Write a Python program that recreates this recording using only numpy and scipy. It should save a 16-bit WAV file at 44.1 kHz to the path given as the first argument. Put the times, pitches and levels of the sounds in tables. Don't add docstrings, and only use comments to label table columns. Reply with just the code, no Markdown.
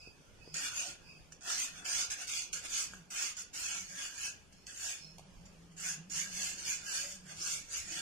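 import sys
import numpy as np
from scipy import signal
from scipy.fft import rfft, irfft, next_fast_len
from scipy.io import wavfile
from scipy.ndimage import uniform_filter1d, map_coordinates

SR = 44100
rng = np.random.default_rng(int(sys.argv[2]) if len(sys.argv) > 2 else 0)


def log_audio(samples):
    frames = np.atleast_2d(samples).T
    limited = np.clip(frames, -1, 1)
    pcm = np.round(limited * 32767).astype(np.int16)
    wavfile.write(sys.argv[1], SR, pcm)


def voltage_ratio(decibels):
    exponent = np.asarray(decibels, float) / 20
    return 10 ** exponent


N = 353241
TOP_HZ = 14080


def unit(x):
    return x / np.sqrt(np.mean(x ** 2) + 1e-20)


def along(points, hz):
    f, v = np.transpose(points)
    return np.interp(np.log(hz + 1), np.log(f + 1), v)


def notch(hz, centre_hz, width_hz, depth):
    return depth / (1 + ((hz - centre_hz) / width_hz) ** 2)


def wobble(db, rate):
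    knots = rng.standard_normal((3, 400))
    coarse = np.arange(0, N, 32)
    slow = [map_coordinates(0.9 * knots[0] + 0.45 * k, [coarse * rate / SR]) for k in knots[1:]]
    return np.repeat(voltage_ratio(db * np.array(slow)), 32, axis=1)[:, :N]


def swells(rows):
    t = np.arange(0, N + 32, 32) / SR
    bumps = sum(voltage_ratio(db) * np.exp(-((t - s) / half) ** 2) for s, half, db in rows)
    return np.interp(np.arange(N) / SR, t, bumps)


def filtered(x, response):
    m = next_fast_len(N + SR // 2)
    return irfft(rfft(x, m) * response(np.fft.rfftfreq(m, 1 / SR)), m)[..., :N]


def ring(x, modes, swing_db, rate):
    out, power = 0, 1e-20
    for hz, width, db in modes:
        r = np.exp(-np.pi * width / SR)
        drive = x * voltage_ratio(db) * wobble(swing_db, rate) * np.sqrt(width * (1 - r * r) / 2)
        out = out + signal.lfilter([1, 0, -1], [1, -2 * r * np.cos(2 * np.pi * hz / SR), r * r], drive)
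        power += width * voltage_ratio(db) ** 2
    return out / np.sqrt(power)


def patchy(x, db):
    z = signal.stft(x, nperseg=512)[2]
    field = rng.standard_normal((3, *z.shape[1:]))
    field = uniform_filter1d(uniform_filter1d(field, size=2, axis=1), size=9, axis=2)
    gain = voltage_ratio(db * unit(field[0] + 0.69 * field[1:]))
    return signal.istft(z * unit(gain), nperseg=512)[1][:, :N]


def grit(shared, spike_db, turns):
    a = rng.standard_normal((3, N))
    grains = unit(uniform_filter1d(rng.standard_normal(N), size=60))
    knots = rng.standard_normal(90)
    knot_hz = np.linspace(0, SR / 2, len(knots))
    other = filtered(a[0], lambda hz: np.exp(2j * np.pi * turns * np.interp(hz, knot_hz, knots)))
    common = np.array([other, a[0]])
    return unit((np.sqrt(shared) * common + np.sqrt(1 - shared) * a[1:]) * voltage_ratio(spike_db * grains))


# pitch_hz [Hz], density_db [dB per Hz]
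AIR_COLOUR = [(12, -12), (20, -2), (96, -5), (119, -6.5), (185, -10), (279, -12), (511, -14), (555, -15.5),
              (911, -20.5), (1760, -22.5), (2660, -22), (4600, -25), (5280, -25.5), (14200, -39)]
# pitch_hz [Hz], likeness [0-1]
AIR_LIKENESS = [(60, 0.36), (180, 0.56), (530, 0.37), (1590, 0.22), (4760, 0.14), (14200, 0.26)]


def background():
    air = filtered(rng.standard_normal((2, N)), lambda hz: voltage_ratio(along(AIR_COLOUR, hz)))
    turn = lambda hz: np.arccos(np.clip(along(AIR_LIKENESS, hz), -1, 1)) / 2
    mid = filtered(air[0], lambda hz: np.cos(turn(hz)))
    side = filtered(air[1], lambda hz: np.sin(turn(hz)))
    level_db = -61.5
    return voltage_ratio(level_db) * wobble(1.6, 4) * unit(np.array([mid + side, mid - side]))


# pitch_hz [Hz], wander_hz [Hz]
HOB_TONES = [
    (164, 7),
    (186, 8),
]
# centre_s [s], half_length_s [s], lower_tone_db [dB], upper_tone_db [dB]
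HOB_SWELLS = [(0.206, 0.029, -71, -83), (0.531, 0.089, -63, -70), (1.2, 0.38, -72, -91),
              (1.767, 0.058, -69, -68.5), (2.554, 0.081, -69, -68), (2.986, .09, -62, -62.5),
              (3.41, 0.084, -83, -72), (3.864, 0.12, -64, -66.5), (4.52, 0.16, -71, -69.5),
              (5.143, 0.1, -60, -70), (5.618, 0.4, -61, -63), (6.092, 0.16, -57.5, -65),
              (6.324, 0.17, -80, -57.5), (6.697, 0.45, -73, -71), (7.186, 0.18, -77, -63),
              (7.408, 0.15, -58, -71), (7.91, 0.052, -59, -59)]


def hob():
    out, idle_db = 0, -88.5
    for k, (hz, wander_hz) in enumerate(HOB_TONES):
        level = voltage_ratio(idle_db) + swells([(s, half, tone_db[k]) for s, half, *tone_db in HOB_SWELLS])
        pitch = hz + wander_hz * np.log(wobble(20 / np.log(10), 20)[0])
        out = out + level * wobble(4, 24) * np.sin(2 * np.pi * np.cumsum(pitch) / SR)
    return out


# pitch_hz [Hz], t60_s [s]
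KITCHEN_DECAY = [(300, 0.34), (3000, 0.4), (12000, 0.12)]


def kitchen(x):
    hz, t, z = signal.stft(rng.standard_normal((2, SR // 3)), SR, nperseg=256)
    tail = signal.istft(z * voltage_ratio(-60 * t / along(KITCHEN_DECAY, hz)[:, None]), SR, nperseg=256)[1]
    return signal.fftconvolve(x, tail / np.linalg.norm(tail[0]), axes=1)[:, :N]


# start_s [s], peak_db [dB], pitch_hz [Hz], spit_db [dB relative]
SAUCE_PLOPS = [
    (0.074, -42, 400, -12),
    (0.476, -39, 410, -29),
    (1.322, -47, 1640, -6),
    (2.936, -35, 1520, -28),
    (5.183, -47, 810, 5.5),
    (5.194, -42, 746, -2),
]


def sauce():
    out, t = np.zeros((2, N + SR)), np.arange(SR // 10) / SR
    spit_band = signal.butter(2, [2500, 9000], "band", fs=SR)
    for s, db, hz, spit_db in SAUCE_PLOPS:
        pocket = voltage_ratio(-60 * t / 0.013) * np.sin(2 * np.pi * hz * t * (1 + 12 * t))
        hiss = signal.lfilter(*spit_band, rng.standard_normal((2, len(t))))
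        spit = voltage_ratio(spit_db - 60 * t / 0.029) * hiss
        out[:, round(s * SR):][:, :len(t)] += voltage_ratio(db - 0.5) * (pocket + spit)
    return out[:, :N]


# pitch_hz [Hz], width_hz [Hz], level_db [dB]
PAN_MODES = [
    (325, 17, 0),
    (574, 20, 0),
    (725, 59, 0),
]
# centre_s [s], level_db [dB], half_length_s [s]
MOAN_DRAGS = [
    [(.9, -63, 0.035), (6.65, -69.5, 0.25), (7.4, -65.5, 0.034), (7.95, -64, 0.1)],
    [(.85, -63, 0.1), (1.58, -72, 0.043), (1.95, -69.5, 0.038), (3.95, -65.5, 0.062), (7.05, -62, 0.076),
     (7.55, -72, 0.066)],
    [(.85, -60.5, 0.072), (1.5, -58.5, 0.062), (1.92, -62, 0.13), (2.2, -65, 0.036), (2.65, -70, 0.031),
     (4.87, -65, 0.04), (7.95, -64.5, .05)],
]


def pan_moans():
    out = 0
    for mode, drags in zip(PAN_MODES, MOAN_DRAGS):
        pull = swells([(s, half, db) for s, db, half in drags])
        out = out + ring(pull * grit(shared=0.92, spike_db=-4.5, turns=0), [mode], swing_db=1.0, rate=4.0)
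    return out


# time_s [s], flat_share [0-1]
GRIP_TILT = [
    (0, 0),
    (4.0, 0.83),
    (4.7, 1),
    (8.01, 0.93),
]


def flat_share():
    return np.interp(np.arange(N) / SR, *np.transpose(GRIP_TILT))


# pitch_hz [Hz], density_db [dB per Hz]
FRICTION_COLOUR = [(290, -20), (500, -24), (560, -13), (682, -19.5), (721, -14), (943, -26), (1460, -23),
                   (1880, -6), (2560, -8.5), (4080, -2.5), (6500, -3.5), (8370, -6.5), (9370, -45),
                   (13500, -68), (14500, -42)]
# centre_s [s], half_length_s [s], upper_db [dB], lower_db [dB relative to upper]
WIRE_SINGS = [
    (0.0, 0.088, -57, 0),
    (0.492, 0.071, -61, 0.5),
    (1.118, 0.088, -65, 1),
    (2.383, 0.088, -58.5, 0),
    (4.608, 0.077, -64, -20),
    (5.028, 0.09, -53, -19),
]
# pitch_hz [Hz], width_hz [Hz], level_db [dB]
STEEP_WIRES = [(4750, 36, -16), (5040, 73, -14.5), (4750, 98, -17)]
FLAT_WIRES = [(4300, 80, 0), (5350, 140, 3)]
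WIRE_LOOP = [(2556, 32, 0)]


def lifted_wires():
    upper = swells([(s, half, db - 3.0) for s, half, db, _ in WIRE_SINGS])
    lower = swells([(s, half, db + low_db - 3.5) for s, half, db, low_db in WIRE_SINGS])
    push = grit(shared=0.59, spike_db=0.5, turns=0.79)
    flat = flat_share() > 0.5
    steep_hum = ring(upper * push * ~flat, STEEP_WIRES, swing_db=5, rate=11.26)
    flat_hum = ring(upper * push * flat, FLAT_WIRES, swing_db=2.5, rate=9.1)
    loop_hum = ring(lower * push, WIRE_LOOP, swing_db=6.0, rate=14.13)
    swish = filtered((upper + lower) * push, lambda hz: voltage_ratio(along(FRICTION_COLOUR, hz) - 3.0) * (hz > 1200))
    return steep_hum + flat_hum + swish + loop_hum


# start_s [s], peak_db [dB], t60_s [s]
PAN_LANDINGS = [(0.543, -18.5, 0.037), (1.3233, -32.5, 0.041), (1.41, -41, 0.05), (1.846, -34, 0.037),
                (2.103, -19.5, 0.037), (2.2727, -29, 0.052), (2.531, -16.5, 0.065), (3.105, -25.5, 0.058),
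                (3.3682, -25, 0.044), (3.5307, -48, 0.043), (4.526, -41, 0.053), (4.669, -27.5, 0.048),
                (5.41, -58, 0.018), (5.715, -51, 0.11), (5.456, -39, 0.077), (5.766, -38, 0.044),
                (6.099, -31, 0.045)]
# fastest_s [s], speeding_up_s [s], slowing_down_s [s], scrape_db [dB], pan_floor_db [dB
STROKE_DRAGS = [(0.658, 0.64, 0.048, -40, -8), (.78, 0.13, 0.15, -43, -8.5), (.9, 0.13, 0.051, -50, -8.5),
                (1.5, .1, 0.069, -40.5, -7), (1.61, .14, 0.1, -37, -14), (1.78, 0.093, 0.35, -56.5, 0),
                (1.99, 0.32, 0.1, -36.5, -13), (2.12, 0.05, 0.036, -38.5, -10.5),
                (2.22, 0.083, 0.076, -43, -7.5), (2.358, 0.22, 0.12, -37.5, -17.5),
                (2.55, 0.07, 0.082, -43.5, -10.5), (2.65, 0.042, 0.027, -47, -4),
                (2.789, 0.16, 0.1, -36.5, -15.5), (2.93, 0.038, 0.096, -59, -8), (3.23, 0.22, .12, -38, -11),
                (3.389, 0.075, 0.066, -46, -12), (3.681, 0.44, 0.22, -40.5, -10.5),
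                (3.9, 0.03, 0.056, -60, -6), (4.03, 0.15, .11, -43.5, -6), (4.248, 0.16, 0.086, -41, -11),
                (4.685, .03, 0.05, -53, 0), (4.888, 0.21, 0.12, -40, -12), (5.89, 0.17, 0.081, -38, -13.5),
              (6.18, 0.13, 0.1, -36.5, -12), (6.431, 0.2, 0.18, -39.5, -10),
              (6.585, 0.015, 0.057, -48, -14), (6.69, .1, 0.12, -37, -11.5),
              (6.95, 0.16, 0.18, -37.5, -11.5), (7.11, 0.07, 0.095, -51.5, -25),
              (7.32, 0.095, 0.016, -53, 1.5), (7.489, 0.17, 0.16, -37.5, -15),
              (7.749, 0.081, 0.1, -39.5, -12), (7.969, 0.17, 0.073, -40, -9.5)]


def drag(db, swell, pan, lag_s, idle_db):
    slow_db, roundness = 24, 1.92
    bite_s = 0.0048
    t = np.arange(0, N + 32, 32) / SR
    touch = np.array([0] + [row[0] for row in PAN_LANDINGS])
    force = voltage_ratio(idle_db)
    for s, rise, fall, scrape_db, pan_db in STROKE_DRAGS:
        off = np.abs(t - s - lag_s) / np.where(t < s + lag_s, rise, fall)
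        since_touch = np.clip(t - touch[touch <= s].max(), 0, None)
        grip = 1 - np.exp(-since_touch / (bite_s + lag_s))
        force = force + grip * voltage_ratio(scrape_db + db + pan * pan_db - swell * slow_db * off ** roundness)
    return np.interp(np.arange(N) / SR, t, force)


def landings():
    lift, jolt, t = np.ones(N), np.zeros(N + SR), np.arange(SR // 5) / SR
    for s, db, t60 in PAN_LANDINGS:
        start = round(s * SR)
        lift[:start][::-1][:len(t)] *= np.clip(t / 0.05, 0.6, 1)
        blow = voltage_ratio(db - 23.5 - 60 * t / t60) * np.clip(t / 0.005, 0, 1)
        tick = voltage_ratio(db - 16 - 60 * t / 0.004)
        jolt[start:][:len(t)] += blow + tick
    return lift, jolt[:N]


# low_hz [Hz], high_hz [Hz]
PART_BANDS = [
    (3750, 9000),
    (250, 2000),
    (2000, 3750),
    (9000, 15000),
]
# level_db [dB], swell_share [ratio], pan_share [ratio], lag_s [s], idle_db [dB]
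PART_DRAGS = [
    (-0.5, 1.017, 0, 0.0049, -74.5),
    (-0.78, 0.94, 1, 0.00066, -78.5),
    (-3, 1.23, 0.25, .008, -76),
    (-20, 1.3, -0.12, 0.021, -87),
]
PART_JOLT_DB = [6.5, -13, -1, -22]
PART_RING_DB = [-6, -2.5, -4.5, -5.5]
PART_FLAT_DB = [0.2, -0.98, 0.3, 0.44]
# pitch_hz [Hz], width_hz [Hz], level_db [dB]
STEEP_MODES = [(1460, 130, -6), (2520, 240, -1), (3400, 200, -5), (4250, 200, -9), (4950, 170, -3),
               (5460, 90, -2), (5980, 100, 0), (6230, 200, 1), (6700, 130, 0), (7160, 120, -1),
               (7710, 100, -5), (8150, 260, -8), (10000, 310, -13)]
FLAT_MODES = [(1640, 16, -17.5), (2230, 8.7, -1), (2500, 12, -20), (2794, 330, 6), (3600, 28, 17),
              (4000, 49, -18), (4570, 40, -12), (5400, 60, 1), (5875, 110, -1), (6556, 810, 3.5),
              (7100, 630, -1.5), (8390, 230, -13), (9770, 340, -15)]
# pitch_hz [Hz], width_hz [Hz], depth [0-1]
FLAT_HOLLOW = (3720, 330, .55)


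def whisk():
    lift, jolt = landings()
    rough = grit(shared=0.36, spike_db=1.46, turns=0.85)
    flat = flat_share()
    out = 0
    parts = zip(PART_BANDS, PART_DRAGS, PART_JOLT_DB, PART_RING_DB, PART_FLAT_DB)
    for (lo, hi), part, jolt_db, ring_db, flat_db in parts:
        force = lift * drag(*part) + voltage_ratio(jolt_db) * jolt
        drive = rough * force * voltage_ratio(flat_db * flat)
        damped = lambda modes: [(hz, max(width, 70), db) for hz, width, db in modes if lo <= hz < hi]
        colour = lambda hz: voltage_ratio(along(FRICTION_COLOUR, hz)) * (hz >= lo) * (hz < hi)
        size = np.sqrt(np.mean(colour(np.linspace(0, SR / 2, 2000)) ** 2))
        rush = filtered(drive * wobble(1.0, 16), colour) / size
        steep_ring = ring(drive * np.sqrt(1 - flat), damped(STEEP_MODES), swing_db=1.5, rate=9)
        flat_ring = ring(drive * np.sqrt(flat), damped(FLAT_MODES), swing_db=1.5, rate=11.0)
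        out = out + voltage_ratio(-3.5) * rush + voltage_ratio(ring_db) * (steep_ring + flat_ring)
    return out - flat * filtered(out, lambda hz: notch(hz, *FLAT_HOLLOW))


def scene():
    near = patchy(whisk(), db=4.5) + lifted_wires() + pan_moans() + sauce()
    return near + voltage_ratio(-5.5) * kitchen(near) + hob() + patchy(background(), db=2.5)


def masked(x, under_db, rise_db, scatter_db):
    hz, _, z = signal.stft(np.array([x[0] + x[1], x[0] - x[1]]) / 2, SR, nperseg=2048, noverlap=1536)
    hz = hz[:, None]
    power = uniform_filter1d(uniform_filter1d(np.abs(z) ** 2, size=2, axis=1), size=2, axis=2)
    around = uniform_filter1d(np.sqrt(np.abs(power)), size=80, axis=1) ** 2
    patches = uniform_filter1d(rng.standard_normal(z.shape[1:]), size=10, axis=0)
    patches = unit(uniform_filter1d(patches, size=5, axis=1))
    treble = np.clip(hz / 14000, 0, 1) ** 3
    limit = around * voltage_ratio(2 * (under_db + rise_db * treble + scatter_db * treble * patches))
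    over = 4 * np.log(np.abs(power / (limit + 1e-30)) + 1e-9)
    keep = np.clip(over + (hz < 1300) * 99, 0, 1)
    steps = unit(np.repeat(rng.standard_normal(z.shape[2]), 4)[:z.shape[2]])
    edge_hz = TOP_HZ - 900 * steps.clip(0) ** 1.3
    keep = keep * (hz < edge_hz)
    mid, side = signal.istft(z * keep, SR, nperseg=2048, noverlap=1536)[1][:, :N]
    return np.array([mid + side, mid - side])


# pitch_hz [Hz], width_hz [Hz], depth [0-1]
HOUSING_DIPS = [(3900, 400, .45), (1960, 120, .3), (7550, 200, .42)]
# pitch_hz [Hz], left_minus_right_db [dB]
PORT_LEAN = [(60, -3.5), (95, 4.5), (150, -1.5), (240, 1), (370, -2.5), (590, 0.5), (920, -1.5), (1460, -1),
             (2300, -1), (3620, -1), (5710, -4.5), (9000, 1.5), (14200, -2.5)]


def microphone(x):
    housing = lambda hz: np.prod([1 - notch(hz, *dip) for dip in HOUSING_DIPS], axis=0) * (hz < TOP_HZ)
    lean = lambda hz: along(PORT_LEAN, hz) / 2
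    return filtered(x, lambda hz: voltage_ratio([lean(hz), -lean(hz)]) * housing(hz))


def band_limit(x):
    return signal.sosfilt(signal.butter(12, 14800, fs=SR, output="sos"), x)


def record(dry):
    thinned = masked(microphone(dry), under_db=-3.6, rise_db=5.5, scatter_db=4)
    return band_limit(thinned)


dry = scene()
out = record(dry)
log_audio(out)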